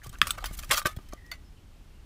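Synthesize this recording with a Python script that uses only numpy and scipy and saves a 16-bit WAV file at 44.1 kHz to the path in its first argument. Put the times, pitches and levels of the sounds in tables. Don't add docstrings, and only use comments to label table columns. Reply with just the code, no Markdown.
import sys
import numpy as np
from scipy import signal
from scipy.fft import rfft, irfft, next_fast_len
from scipy.io import wavfile
from scipy.ndimage import uniform_filter1d

SR = 44100
rng = np.random.default_rng(int(sys.argv[2]) if len(sys.argv) > 2 else 0)


def amplitude_ratio(level_db):
    exponent = np.asarray(level_db, float) / 20
    return 10 ** exponent


def int16_out(signal):
    q = np.round(np.clip(np.atleast_2d(signal).T, -1, 1) * 32767)
    wavfile.write(sys.argv[1], SR, q.astype(np.int16))


N = 90404


def coloured(points):
    hz, db = np.array(points, float).T
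    f = np.fft.rfftfreq(N, 1 / SR) + 1
    gain_db = np.interp(np.log(f), np.log(hz), db, left=-80, right=-80)
    noise = irfft(rfft(rng.standard_normal(N)) * amplitude_ratio(gain_db), N)
    return noise / noise.std()


def curve(rows):
    return np.interp(np.arange(N) / SR, *np.array(rows, float).T)


def walk(rate_hz):
    k = int(SR / rate_hz)
    steps = np.repeat(rng.standard_normal(N // k + 1), k)
    drift = uniform_filter1d(uniform_filter1d(steps, k), k)[:N]
    return drift / drift.std()


def add(out, start_s, sound):
    i = int(start_s * SR)
    out[i:i + len(sound)] += sound[:len(out) - i]


def ring(hz, t60_s):
    t = np.arange(SR // 6) / SR
    decay = np.exp(-np.log(1000) * np.outer(1 / np.maximum(t60_s, .002), t))
    return np.sin(2 * np.pi * np.outer(hz, t)) * decay


def radiate(x, tilt_db):
    high_pass = signal.cheby1(6, .2, 1204, "high", fs=SR, output="sos")
    x = signal.sosfilt(high_pass, x) + amplitude_ratio(-13) * x
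    n = next_fast_len(len(x))
    hz = np.fft.rfftfreq(n, 1 / SR) + 300
    return irfft(rfft(x, n) * amplitude_ratio(tilt_db * np.log2(hz / 3000)), n)


def swings(rows):
    out, t = np.zeros(N), np.arange(SR // 6) / SR
    for start_s, db, hz, cycles in rows:
        onset = np.minimum(t * hz, 2)
        x = -np.sin(2 * np.pi * hz * t) * onset * np.exp(-5 * hz * t / cycles)
        add(out, start_s, amplitude_ratio(db) * x / np.abs(x).max())
    return out


def wavering_tones(rows):
    out, t = np.zeros(N), np.arange(8192) / SR
    for start_s, length_s, db, hz, width_hz in rows:
        a, b = uniform_filter1d(rng.standard_normal((2, len(t))), int(SR / width_hz), axis=1)
        blur = (a + 1j * b) / a.std() + 60 / width_hz
        x = np.real(blur * np.exp(2j * np.pi * hz * t)) / np.sqrt(np.mean(np.abs(blur) ** 2) / 2)
        fade = np.clip(np.minimum(t, length_s - t) / 0.0053, 0, 1)
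        add(out, start_s, amplitude_ratio(db) * x * fade)
    return out


# pitch in Hz, level in dB per Hz.
RUMBLE_COLOUR = [(12, -26.5), (20, 2), (76, -7.5), (114, -17.5), (193, -25), (400, -32), (520, -66.5),
                 (880, -120)]
# time in seconds, level in dB.
RUMBLE_LEVEL = [
    (0.0, -49),
    (0.22, -42),
    (2.05, -54),
]
# pitch in Hz, level in dB per Hz.
AIR_COLOUR = [(88, -35), (150, -3), (488, -14.5), (528, -15), (618, -14.5), (1820, -21), (2860, -21),
              (14600, -35), (16500, -46.5)]
# time in seconds, level in dB.
RUB_LEVEL = [
    (0.0, -68),
    (0.564, -56),
    (1.45, -76.5),
]


def outdoors():
    rumble = coloured(RUMBLE_COLOUR) * amplitude_ratio(curve(RUMBLE_LEVEL) + 1.5 * walk(9.0))
    hiss = coloured(AIR_COLOUR) * amplitude_ratio(-62 + 0.26 * walk(2.9))
    rub_db = curve(RUB_LEVEL + [(1.87, -96.5)])
    rub = coloured([(700, -10.0), (2000, -10.5), (16000, -21)]) * amplitude_ratio(rub_db + 3.2 * walk(52))
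    return rumble + hiss + rub


# start in seconds, length in seconds, level (rms) in dB, pitch in Hz, width in Hz.
BIRD_CALLS = [
    (1.44, .06, -73, 5180, 200),
    (1.56, .05, -70, 2900, 400),
    (1.905, .02, -71, 2730, 100),
    (1.94, .07, -72, 2860, 150),
]


def birds():
    return wavering_tones(BIRD_CALLS)


# start in seconds, peak level in dB, pitch in Hz, number of cycles.
FINGER_THUDS = [(.063, -34.5, 564, 0.86), (0.067, -35.5, 115, 3.4), (0.097, -34.5, 87, 0.83),
                (0.226, -32, 135, 1.96), (0.453, -33.5, 43.6, 1.9), (0.511, -32.5, 154, 0.88),
                (.694, -35.5, 114, 2.4), (0.854, -22.5, 118, 1.13), (0.268, -48, 40.6, 4.7),
                (0.402, -35.5, 40, 3), (0.528, -40, 42, 5.3), (.59, -42, 71, 2.4), (0.971, -26, 94, 1.25),
                (0.99, -37, 250, 0.96), (1.108, -40.5, 44.3, 3.4), (1.134, -29.5, 323, 1.23)]


def thuds():
    return swings(FINGER_THUDS)


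# start in seconds, length in seconds, level (rms) in dB,
# pitch in Hz, width in Hz.
EDGE_SQUEAKS = [
    (.132, .034, -52, 1488, 300),
    (.38, .016, -43, 1170, 60.4),
    (.476, 0.03, -55.5, 2170, 61),
    (.795, .02, -47, 1270, 61),
    (1.04, 0.14, -70.5, 3070, 119),
]


def squeaks():
    return wavering_tones(EDGE_SQUEAKS)


# time in seconds, pitch in Hz, level (rms) in dB, roughness from 0 to 1.
STRIP_SQUEAL = [
    (1.1, 2070, -78, .9),
    (1.12, 2020, -62.5, 0.8),
    (1.144, 1950, -71, .9),
    (1.176, 1960, -60.5, 0.96),
    (1.225, 1880, -63, 0.95),
    (1.236, 1864, -71, .3),
    (1.246, 1899, -54, .3),
    (1.278, 1911, -60.5, 0.2),
    (1.314, 1905, -55, 0.4),
]


def squeal():
    t = np.arange(N) / SR
    s, hz, db, rough = np.array(STRIP_SQUEAL).T
    rough = np.clip(np.interp(t, s, rough), 0, 1)
    judder = (walk(400) + 1j * walk(400)) / np.sqrt(2)
    blur = np.sqrt(1 - rough ** 2) + rough * judder
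    phase = 2 * np.pi * np.cumsum(np.interp(t, s, hz)) / SR
    tone = np.real(blur * np.exp(1j * phase)) * np.sqrt(2)
    return tone * amplitude_ratio(np.interp(t, s, db)) * (t > s[0]) * (t < s[-1])


# start in seconds, peak level in dB, pitch in Hz, number of cycles.
CREASE_TICKS = [(.018, -42.5, 1750, 10), (.025, -47, 1750, 9), (.032, -45, 1700, 10), (.155, -42, 2670, 16),
                (.27, -25.5, 1220, 14), (.2705, -27, 2700, 13), (.272, -43, 4730, 90),
                (.378, -39.5, 730, 8.8), (.385, -46, 610, 8.6), (.425, -39, 760, 22),
                (.4405, -31.5, 3150, 65), (.4425, -22, 1100, 1.96), (.453, -31, 1800, 3.6),
                (.705, -24, 1880, 6.2), (.7735, -21, 5710, 44), (.817, -28.5, 1500, 2.7),
                (.8705, -27, 515, 1.8), (.912, -49, 2180, 30), (.93, -48, 2230, 28), (.965, -44, 600, 4.2),
                (.988, -39.5, 806, 1.5), (1.126, -41, 1296, 13), (1.134, -35.5, 618, 4.8),
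                (1.134, -38, 6370, 34), (1.265, -53.5, 5200, 35), (1.338, -44.5, 4500, 50)]


def ticks():
    return swings(CREASE_TICKS)


# pitch in Hz, level in dB, time to die by 60 dB in seconds.
SHELL_MODES = [
    (1200, -1.5, 0.13),
    (1255, -7.5, .1),
    (1520, -1, 0.059),
    (1880, -6, 0.076),
    (2170, -9.5, .09),
    (2400, -7, .04),
    (3150, -2.5, 0.062),
    (3330, -6, .034),
    (596.7, 8.5, 0.031),
    (760, 1.5, .03),
]
# start in seconds, length in seconds,
# level (rms) in dB, tilt in dB per octave, extra shell ring in dB.
FIRST_TEARS = [(.043, 0.0079, -48, 3, 8), (.0625, 0.018, -51, 3, -15), (.093, 0.007, -46.5, 3.5, -4.5),
               (.128, 0.0026, -45.5, -0.5, -4), (.1855, .003, -48, 0.5, -11.5),
               (.2159, 0.0016, -21.5, 0.5, -7.5), (.22, 0.026, -37, -1, -7), (.269, 0.014, -33, 2, -13),
               (.307, .014, -36.5, 5, -1), (.423, 0.017, -49, -4.5, -8.5), (.4405, .013, -37.5, -0.5, -9),
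               (.456, 0.017, -36, 2, -0.5), (.509, 0.0085, -49, -5, 4), (.588, 0.013, -38.5, 2.5, -3.5),
               (.626, 0.0063, -46.5, 3.5, -3.5), (.633, 0.004, -38.5, -2.5, -10)]
# start in seconds, length in seconds,
# level (rms) in dB, tilt in dB per octave, extra shell ring in dB.
SECOND_TEARS = [(.692, 0.0092, -44.5, 0, -8), (0.702, 0.0085, -33, -7, -17),
                (0.7097, 0.011, -19, -1.5, 0.5), (0.7144, 0.015, -24, -1.5, -10),
                (0.7199, 0.011, -27, -2, -20), (0.7295, 0.012, -27, -1, -8), (0.736, 0.014, -29.5, -0.5, 3),
                (0.772, 0.018, -29, 0.5, 0.5), (.778, 0.02, -30, 0.5, -1), (0.8157, 0.0047, -40.5, -9, -12),
                (.85, 0.0085, -40.5, -3, 3), (0.857, 0.0091, -25.5, -2, -5), (0.867, 0.011, -30, -1, -26),
                (0.877, 0.047, -48.5, -2, -19), (.964, 0.0081, -48, 0.5, 2), (0.987, 0.0056, -52, -5.5, 1),
                (1.087, 0.0068, -54.5, 1, 2), (1.123, 0.011, -46, -7, 4), (1.134, 0.0029, -45, 1, -9),
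                (1.262, .007, -61.5, 0, -3), (1.314, 0.013, -41, -2.5, -17), (1.333, .024, -55, -3.5, -27)]
# start in seconds,
# length in seconds, level (rms) in dB, tilt in dB per octave, extra shell ring in dB.
EDGE_DRAGS = [(.028, 0.018, -52, 0.5, -2), (.05, 0.015, -50, -2.5, -6), (.128, 0.02, -52, -2, -5.5),
              (.24, 0.032, -46.5, -4, -3.5), (.285, 0.016, -40.5, -3, -19), (.32, 0.039, -52.5, -4.5, -6),
              (.373, 0.015, -39.5, -4, -4.5), (.395, .025, -51, -3, 3), (.47, 0.02, -54, -0.5, -8),
              (.52, .033, -48, 3.5, -10), (.568, 0.015, -46.5, 5, -2), (.64, 0.01, -46.5, 2, -4),
              (.736, 0.011, -28, -2, -4), (.744, .03, -32, 0, -2.5), (.785, 0.017, -38.5, 2, -14),
              (.8, 0.029, -49, 0, -1.5), (.905, 0.028, -59, .5, -6)]


def tear():
    out, many = np.zeros(N), 360
    shell_hz, shell_db, shell_t60 = np.array(SHELL_MODES).T
    place = (np.arange(many) + rng.random(many)) / many
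    sheet_hz = 521 + (16293 - 521) * place ** 1.4
    sheet_t60 = 0.025 * (sheet_hz / 4000) ** -.3
    sheet_db = -10.5 - 2 * np.log2(sheet_hz / 4000)
    hz = np.r_[shell_hz, sheet_hz]
    base_db = np.r_[shell_db, sheet_db]
    scatter_db = np.r_[2.5 + 0 * shell_hz, 4.5 + 0 * sheet_hz]
    is_shell = np.arange(len(hz)) < len(shell_hz)
    bank = ring(hz, np.r_[shell_t60, sheet_t60])
    for rows, swells in ((FIRST_TEARS + SECOND_TEARS, False), (EDGE_DRAGS, True)):
        for start_s, length_s, db, tilt_db, ring_db in rows:
            u = np.arange(4096) / (length_s * SR)
            chance, side, size = rng.random((3, 4096))
            on = (chance < 4000 / SR) | (u == 0)
            size_db = -2.5 * np.log(1 - size)
            shape = np.clip(u / 0.45, .1, 1) if swells else amplitude_ratio(-14 * u)
            clicks = on * np.sign(side - .5) * amplitude_ratio(size_db) * shape * (u < 1)
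            sign, luck = rng.standard_normal((2, len(hz)))
            mode_db = base_db + ring_db * is_shell + scatter_db * luck
            body = (np.sign(sign) * amplitude_ratio(mode_db)) @ bank
            x = radiate(signal.fftconvolve(clicks, body), tilt_db)
            add(out, start_s, amplitude_ratio(db) * x / np.sqrt(np.sum(x ** 2) / (length_s * SR)))
    return out


# start in seconds, peak level in dB, tilt in dB per octave, push length in ms.
BUCKLES = [
    (0.216, -1, -1.5, 0.082),
    (0.2166, -6.5, 2, 0.22),
    (0.2287, -24, 3, .2),
    (.307, -11, 1, .08),
    (0.8552, -13.5, -0.5, 0.28),
    (1.316, -25.5, 3.5, 0.2),
]
# pitch in Hz, level in dB,
# time to die by 60 dB in seconds.
BUCKLE_MODES = [
    [(2110, -2, 0.0054), (2614, 1.5, 0.0052), (2975, -9.5, 0.011), (3260, -7.5, .022), (1174, -26.5, .07),
     (4900, -21.5, 0.035)],
    [(1240, -1, 0.012), (1800, 2, .011), (3400, -8.5, .012)],
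    [(1850, 1, 0.02), (1980, -5.5, 0.049)],
    [(1380, -4, 0.016), (3580, 2.5, 0.014), (3150, -1.5, 0.011), (3990, -9, 0.015), (8000, 0.5, 0.015),
     (9560, -6, 0.029), (13600, -7, 0.015)],
    [(600, 7.5, 0.037), (1254, -12, 0.19), (1170, 1, 0.046), (1528, 4, 0.045), (1750, -13.5, 0.17),
     (1980, -28, 0.22), (359, 2, 0.065), (777, -8.5, 0.062)],
    [(1473, -2.5, 0.06), (2050, 6.5, 0.078), (1954, -11, 0.23), (2240, -8, 0.14), (2600, -8, 0.081),
     (2810, -16, 0.15), (3560, -2, 0.046), (4500, 0, 0.06), (5960, -18, 0.14), (7200, -18, 0.18)],
]


def pops():
    out = np.zeros(N)
    for (start_s, db, tilt_db, push_ms), modes in zip(BUCKLES, BUCKLE_MODES):
        hz, mode_db, t60_s = np.array(modes).T
        push = np.exp(-(np.arange(-30, 31) / (push_ms * SR / 4000)) ** 2)
        rung = np.convolve(amplitude_ratio(mode_db) @ ring(hz, t60_s), push)
        x = radiate(rung[25:], tilt_db)
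        add(out, start_s, amplitude_ratio(db) * x / np.abs(x).max())
    return out


def yard_echo(can):
    t = np.arange(SR // 4) / SR
    yard = rng.standard_normal(len(t)) * np.exp(-np.log(1000) * t / .13) * (t > .003)
    return amplitude_ratio(-20) * signal.fftconvolve(can, yard / np.sqrt(np.sum(yard ** 2)))[:N]


def scene():
    can = squeaks() + squeal() + ticks() + tear() + pops()
    mix = outdoors() + birds() + thuds() + can + yard_echo(can)
    return mix[None]


def roll_off(x):
    return signal.sosfilt(signal.butter(12, 16610, fs=SR, output="sos"), x)


def record(dry):
    low_pass = signal.ellip(6, .2, 30, 15400, fs=SR, output="sos")
    mix = signal.sosfilt(low_pass, dry)
    return roll_off(mix)


dry = scene()
out = record(dry)
int16_out(out)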